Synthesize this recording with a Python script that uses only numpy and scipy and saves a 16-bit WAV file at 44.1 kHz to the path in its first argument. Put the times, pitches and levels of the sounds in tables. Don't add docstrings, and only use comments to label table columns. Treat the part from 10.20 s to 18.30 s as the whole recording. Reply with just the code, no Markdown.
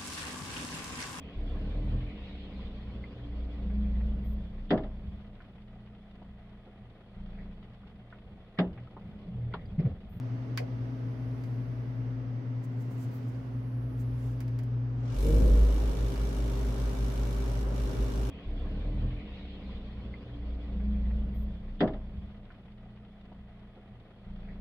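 import sys
import numpy as np
from scipy import signal
from scipy.fft import rfft, irfft, next_fast_len
from scipy.io import wavfile

SR = 44100
rng = np.random.default_rng(int(sys.argv[2]) if len(sys.argv) > 2 else 0)


def generate_wav(sig):
    pcm = np.round(np.clip(np.atleast_2d(sig).T, -1, 1) * 32767).astype(np.int16)
    wavfile.write(sys.argv[1], SR, pcm)


N = 357205

# (frequency [Hz], level [dB])
WASH_SPECTRUM = [(30, -102), (80, -79.5), (112, -68.5), (150, -75.5), (200, -76), (250, -69.5),
                 (300, -75.5), (350, -80.5), (410, -79), (640, -86.5), (800, -90), (1900, -100),
                 (3000, -110), (8000, -150)]
TREBLE_SPECTRUM = [(1200, -120), (2900, -105), (3900, -111), (4800, -109), (6200, -114), (7000, -126),
                   (10000, -128), (14500, -130), (16000, -136)]
RUMBLE_SPECTRUM = [(25, -102), (38, -94), (47, -74), (56, -71), (75, -76), (110, -103), (400, -170)]
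THIN_HISS_SPECTRUM = [(7000, -160), (10000, -126), (10750, -109), (11800, -115), (13000, -123),
                      (16000, -131)]
# (time [s], level [dB])
RUMBLE_RIDE = [(0.0, -64), (0.53, -55), (2.03, -54), (2.18, -65), (2.55, -66.5), (3.97, -43), (4.4, -51),
               (4.8, -47)]
TREBLE_RIDE = [(0.5, -69.5), (2.55, -73), (2.9, -69), (3.58, -75), (4.06, -70.5), (4.7, -75)]
# (time [s], length [s], level [dB])
THIN_HISS_SWELLS = [(1.254, .9, -4.5), (3.802, 0.8, 1)]
# (frequency [Hz], left-right correlation [ratio])
AIR_CORRELATION = [(108, 1), (130, 0.7), (290, 0.83), (640, 0.24), (1300, -0.07), (3000, 0), (15000, 0.4)]
# (frequency [Hz], balance [dB])
BED_PAN = [(100, 6), (380, -2), (700, -0.5), (1300, -5.5), (2400, -3.5), (4400, -2.5), (9000, 3.5)]
DRAUGHT_PAN = [(60, -3), (200, 2.5), (380, 1), (700, -1.5), (1300, -4.5), (2400, 3), (8000, -19),
               (15000, -10.5)]

# (frequency [Hz], level [dB], balance [dB])
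MOTOR_PARTIALS = [(104.2, -61, 2), (110.2, -61, 2), (116.04, -50, 1), (130.26, -48, 1), (173.2, -62, 2),
                  (245.2, -61, 0), (260.5, -46, 2), (406.1, -68, -3), (520.5, -70, 3)]
FAN_PARTIALS = [(102.7, -60, 6), (107.5, -51, 1), (161.1, -59, 7.5), (171, -53.5, 0), (191.8, -54.5, -1.5),
                (210, -62, 21), (221.5, -57, 6), (251, -62, -5), (266, -63, 2), (392.8, -48, -2.5)]
# (time [s], level [dB], balance [dB])
HUM_RIDE = [(0.3, -37, 2), (2.18, -36.5, 3.0), (3.14, -36, 0), (4.8, -33.5, 1.5)]

# (time [s], length [s], level [dB], top-end offset [dB])
SWISHES = [(1.25, 0.2, -19, -18), (2.445, 0.019, -7, -19), (2.617, 0.032, -10, -5), (2.73, 0.038, -12, -3),
           (2.824, 0.051, -5.5, -8), (2.955, 0.043, -17, 15), (3.09, 0.016, -11, -3.5),
           (2.897, 0.61, -14.5, -8), (3.805, 0.031, -4, 0), (4.062, 0.13, -8, -13)]
# (frequency [Hz], level [dB])
SWISH_SPECTRUM = [(1500, -125), (4000, -110), (6500, -106), (9500, -111), (12500, -109), (14800, -107),
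                  (16000, -110)]
SWISH_TOP_SPECTRUM = [(6000, -150), (10000, -120), (12500, -108), (14800, -104), (16000, -106)]
# (time [s], level [dB], brightness [dB])
CLICK_CUES = [(0.375, -5, -3), (1.2378, -28.5, 0), (3.147, -35, -13), (4.2051, -24.5, 7.5),
              (4.2804, -31, 2), (4.3892, -26, 5), (4.435, -39, 12), (5.958, -23, -6)]
# (frequency [Hz], bandwidth [Hz], level [dB])
CLICK_RINGS = [(1110, 210, -2.5), (1580, 120, 2), (2030, 230, 4), (2510, 190, 0), (3030, 240, -5),
               (4700, 490, -4.5), (5860, 1600, -17.5)]
# (time [s], frequency [Hz], level [dB])
KNOCK_CUES = [(.402, 530, 15), (5.218, 560, 10), (5.485, 539, 9), (5.58, 800, 5.5), (5.687, 940, 2)]

# (frequency [Hz], level [dB])
DRAUGHT_SPECTRUM = [(25, -85), (60, -74.5), (110, -70.5), (200, -72), (310, -67), (350, -76.5), (420, -72),
                    (590, -74), (720, -81.5), (1050, -83.5), (1600, -89.5), (2200, -96), (6000, -112),
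                    (15000, -135)]
FAN_GUST_SPECTRUM = [(20, -57), (50, -43.5), (85, -53), (160, -58.5), (300, -59.5), (400, -62),
                     (500, -60.5), (620, -72), (750, -92), (1500, -100), (6000, -140)]
# (time [s], hold [s], level [dB])
GUST_CUES = [(5.132, .15, 0), (5.673, 0.019, -14), (7.763, .03, -11)]
# (harmonic [x turning rate], level [dB])
GROAN_HARMONICS = [(2, -41), (3, -36.5), (4, -45), (5, -41), (6, -47), (8, -56), (9, -36.5), (10, -61),
                   (12, -52.5)]
# (frequency at full speed [Hz], level [dB])
THROB_TONES = [(58.07, -42.5), (46.99, -45.5)]
# (frequency [Hz], bandwidth [Hz], level [dB])
HOUSING_RINGS = [(2297, 34, 8.5), (2880, 90, -4), (3550, 58, -11), (4500, 39, -13), (5440, 66, 1),
                 (5870, 54, -16), (7070, 45, 2), (8100, 37, -6), (11800, 150, -5)]
# (frequency [Hz], level [dB])
HISS_SPECTRUM = [(900, -4), (1900, -5.5), (2350, -1.5), (3000, 0), (3600, 1), (4700, -3.5), (5500, -3),
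                 (6100, -1.5), (6700, -8), (9000, -19), (12000, -44)]
SIZZLE_SPECTRUM = [(5000, -23), (7200, -4), (8100, 2), (8900, -0.5), (10000, 2), (11200, 4), (12200, 2.5),
                   (12900, 0), (14700, -3), (15800, -8)]

HUM_HZ, COMPRESSOR_HZ, FAN_TURNS_HZ = 120.07, 57.65, 53.03
FAN_ON_S, SPIN_UP_S = 4.658, 0.13


def from_db(db):
    return 10 ** (np.asarray(db) / 20)


def unit_rms(x):
    return x / np.sqrt(np.mean(x ** 2) + 1e-20)


def clock():
    return np.arange(N) / SR


def ride(rows):
    times, *columns = np.transpose(rows)
    return [from_db(np.interp(clock(), times, db)) for db in columns]


def ramp(start_s, rise_s):
    return np.clip((clock() - start_s) / rise_s, 0, 1)


def gate(start_s, length_s, edge_s):
    return ramp(start_s, edge_s) - ramp(start_s + length_s, edge_s)


def swell(peak_s, length_s):
    return np.exp(-2 * ((clock() - peak_s) / length_s) ** 2)


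def attack(full_s, attack_s):
    return np.where(clock() < full_s, swell(full_s, attack_s), 1)


def release(from_s, release_s):
    return np.exp(-np.maximum(clock() - from_s, 0) / release_s)


def surge(full_s, attack_s, hold_s, release_s):
    return attack(full_s, attack_s) * release(full_s + hold_s, release_s)


def drift(rate_hz):
    hop, run_in = 100, 1000
    pole = np.exp(-2 * np.pi * rate_hz * hop / SR)
    noise = rng.standard_normal(N // hop + run_in + 2)
    slow = signal.lfilter([1], [1, -2 * pole, pole * pole], noise)[run_in:]
    return np.interp(np.arange(N) / hop, np.arange(len(slow)), unit_rms(slow))


def pan(db):
    return from_db(np.array([[.5], [-.5]]) * db)


def at_hz(curve, hz):
    points_hz, values = np.transpose(curve)
    return np.interp(np.log(hz + 1), np.log(points_hz), values)


def equalise(x, spectrum):
    size = next_fast_len(N)
    eq = from_db(at_hz(spectrum, np.fft.rfftfreq(size, 1 / SR)))
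    return irfft(rfft(x, size) * eq, size)[..., :N]


def resonance(x, hz, width_hz):
    r = np.exp(-np.pi * width_hz / SR)
    feedback = [1, -2 * r * np.cos(2 * np.pi * hz / SR), r * r]
    return signal.lfilter(np.array([1, 0, -1]) * (1 - r * r) / 2, feedback, x)


def air_noise(spectrum, balance):
    size = next_fast_len(N)
    hz = np.fft.rfftfreq(size, 1 / SR)
    mid, side = rfft(rng.standard_normal((2, size)))
    alike = np.clip(at_hz(AIR_CORRELATION, hz), -.5, .999)
    stereo = mid + np.sqrt((1 - alike) / (1 + alike)) * side * [[1], [-1]]
    shaped = stereo * pan(at_hz(balance, hz)) * from_db(at_hz(spectrum, hz))
    return irfft(shaped, size)[:, :N] * np.sqrt(SR / 2)


def tone(hz, waver):
    angle = 2 * np.pi * (hz * clock() + rng.random()) + waver * drift(1)
    return np.sqrt(2) * np.sin(angle) * (1 + waver * drift(3.3))


def tones(partials, waver):
    return sum(from_db(db) * pan(balance) * tone(hz, waver) for hz, db, balance in partials)


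def wall_echoes(x, echo_db, count=14):
    lags = (rng.uniform(.0015, .012, (2, count)) * SR).astype(int)
    echoes = [sum((-1) ** k * np.pad(side, (lag, 0))[:N] for k, lag in enumerate(side_lags))
              for side, side_lags in zip(x, lags)]
    send = from_db(echo_db)
    return (x + send * np.array(echoes) / np.sqrt(count)) / np.sqrt(1 + send ** 2)


def cabinet_reverb(x, t60, early_db, early_t60):
    t = np.arange(SR // 4) / SR
    decay = from_db(-60 * t / t60) + from_db(early_db - 60 * t / early_t60)
    echoes = rng.standard_normal((2, len(t))) * decay
    echoes /= np.sqrt(np.sum(echoes ** 2, axis=1, keepdims=True))
    return signal.fftconvolve(x[None], echoes, axes=1)[:, :N]


def drone_duck():
    fan_on = ramp(start_s=4.92, rise_s=.06)
    starting = gate(start_s=4.92, length_s=.8, edge_s=.07)
    return from_db(-7.5 * fan_on - 7 * starting)


def air_bed(fade_db_per_s=0.19, treble_follow=0.29):
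    rumble_gain, = ride(RUMBLE_RIDE)
    treble_gain, = ride(TREBLE_RIDE)
    wash_gain = from_db(1.97 - fade_db_per_s * clock()) * unit_rms(treble_gain) ** treble_follow
    hiss_gain = sum(from_db(db) * swell(s, length) for s, length, db in THIN_HISS_SWELLS)
    wash = wash_gain * air_noise(WASH_SPECTRUM, BED_PAN)
    rumble = from_db(-5.5) * drone_duck() * rumble_gain * unit_rms(air_noise(RUMBLE_SPECTRUM, BED_PAN))
    treble = from_db(2.5) * treble_gain * unit_rms(air_noise(TREBLE_SPECTRUM, BED_PAN))
    hiss = hiss_gain * air_noise(THIN_HISS_SPECTRUM, BED_PAN)
    return wash + rumble + wall_echoes(treble + hiss, echo_db=-2)


def shelf_tones(whine_hz=649, ring_hz=2020, ring_width_hz=420):
    whine = from_db(-65.5) * release(from_s=1.2, release_s=1.1) * tone(whine_hz, waver=0.06)
    band = resonance(rng.standard_normal((2, N)), ring_hz, ring_width_hz)
    ring = unit_rms(resonance(band, ring_hz, ring_width_hz))
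    return whine * pan(db=-5.5) + from_db(-69.5) * release(from_s=2.9, release_s=.4) * ring


def motors(fade_db_per_s=0.31):
    hum_gain, left_over_right = ride(HUM_RIDE)
    rumble_gain, = ride(RUMBLE_RIDE)
    hum_pan = left_over_right ** np.array([[.5], [-.5]])
    hum = from_db(1.12) * hum_gain * hum_pan * tone(HUM_HZ, waver=0.12)
    compressor = from_db(1.2) * rumble_gain * tone(COMPRESSOR_HZ, waver=0.071)
    receding = from_db(-fade_db_per_s * clock()) * tones(MOTOR_PARTIALS, waver=0.034)
    return drone_duck() * (hum + compressor) + receding


def handling():
    body_gain = top_gain = 0
    for s, length, db, top_db in SWISHES:
        touch = from_db(db) * swell(s, length)
        body_gain += touch
        top_gain += touch * from_db(top_db)
    body = body_gain * air_noise(SWISH_SPECTRUM, DRAUGHT_PAN)
    top = top_gain * air_noise(SWISH_TOP_SPECTRUM, DRAUGHT_PAN)
    return from_db(1.3 * drift(48)) * (body + top)


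def knocks(width_hz):
    thuds = 0
    for s, hz, db in KNOCK_CUES:
        push = from_db(db) * (np.arange(N) == round(s * SR)) + 1e-18
        thuds += resonance(resonance(push, hz, width_hz), hz, width_hz)
    return cabinet_reverb(thuds, t60=0.21, early_db=-12, early_t60=0.044)


def clicks(body_db, crack_db):
    blows, cracks = np.full((2, N), 1e-18)
    for s, db, bright_db in CLICK_CUES:
        blows[round(s * SR)] = from_db(db + body_db)
        cracks[round(s * SR)] = from_db(db + bright_db + crack_db)
    body = sum((-1) ** k * from_db(db) * resonance(blows, hz, width)
               for k, (hz, width, db) in enumerate(CLICK_RINGS))
    direct = body + signal.sosfilt(signal.butter(1, 3000, "high", fs=SR, output="sos"), cracks)
    echoes = cabinet_reverb(direct, t60=0.11, early_db=-4, early_t60=0.031)
    return (from_db(-5) * direct + echoes) * pan(db=-1.5)


def fan_air():
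    singing = from_db(0.4) * attack(full_s=5.83, attack_s=0.96) * tones(FAN_PARTIALS, waver=0.11)
    draught_gain = from_db(0.5) * attack(full_s=5.195, attack_s=0.51)
    draught = draught_gain * air_noise(DRAUGHT_SPECTRUM, DRAUGHT_PAN)
    gust_gain = sum(from_db(db) * surge(s, attack_s=0.17, hold_s=hold, release_s=0.21)
                    for s, hold, db in GUST_CUES)
    return draught + singing + gust_gain * air_noise(FAN_GUST_SPECTRUM, DRAUGHT_PAN)


def fan_housing(turns, throb_peak_s=6.835):
    lurch = surge(full_s=5.22, attack_s=0.23, hold_s=0.23, release_s=0.095)
    shake = (from_db(-30) + from_db(-22) * lurch) * np.sin(2 * np.pi * turns)
    for hz, db in THROB_TONES:
        beats = (hz - FAN_TURNS_HZ) * (clock() - throb_peak_s)
        shake += from_db(db) * np.sin(2 * np.pi * (turns + beats))
    groan = 0
    for harmonic, db in GROAN_HARMONICS:
        gain = from_db(db + 2 * drift(9.3))
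        groan += gain * np.sin(2 * np.pi * (harmonic * turns + rng.random()) + 0.41 * drift(5.1))
    groan_gain = from_db(0.5) * surge(full_s=5.12, attack_s=0.089, hold_s=0.024, release_s=0.18)
    return np.sqrt(2) * (ramp(start_s=4.925, rise_s=0.052) * shake + groan_gain * groan)


def brushing_gains(full_s):
    pressing = release(full_s, release_s=0.31)
    dip_db = 5 * gate(start_s=7.42, length_s=.115, edge_s=0.023)
    hiss = attack(full_s, attack_s=0.22) * from_db(-57 + 3 * pressing - dip_db)
    sizzle = attack(full_s, attack_s=0.13) * from_db(-65 + 8 * pressing - dip_db)
    return hiss, sizzle


def fan_rotor(turns):
    turn, phase = np.floor(turns).astype(int), turns % 1
    force = from_db(0.44 * rng.standard_normal(turn.max() + 2))[turn]
    burst = from_db(np.interp(phase, [0, .04, .4, 1], [-12, 0, -7, -12]))
    friction = wall_echoes(force * burst * rng.standard_normal((2, N)), echo_db=-6)
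    rings = sum(from_db(db) * resonance(friction, hz, width) for hz, width, db in HOUSING_RINGS)
    hiss_gain, sizzle_gain = brushing_gains(full_s=5.053)
    hiss = hiss_gain * unit_rms(equalise(friction + rings, HISS_SPECTRUM))
    sizzle = sizzle_gain * unit_rms(equalise(friction + rings, SIZZLE_SPECTRUM))
    return (hiss + sizzle) * pan(db=1.0)


def scene():
    speed_hz = FAN_TURNS_HZ * (1 - release(FAN_ON_S, SPIN_UP_S))
    turns = np.cumsum(speed_hz) / SR
    fan = fan_air() + fan_housing(turns) + fan_rotor(turns)
    contacts = clicks(body_db=9, crack_db=-12.5) + knocks(width_hz=160)
    return motors() + air_bed() + shelf_tones() + handling() + contacts + fan


def record(dry):
    return signal.sosfilt(signal.ellip(12, .1, 90, 15800, fs=SR, output="sos"), dry)


dry = scene()
out = record(dry)
generate_wav(out)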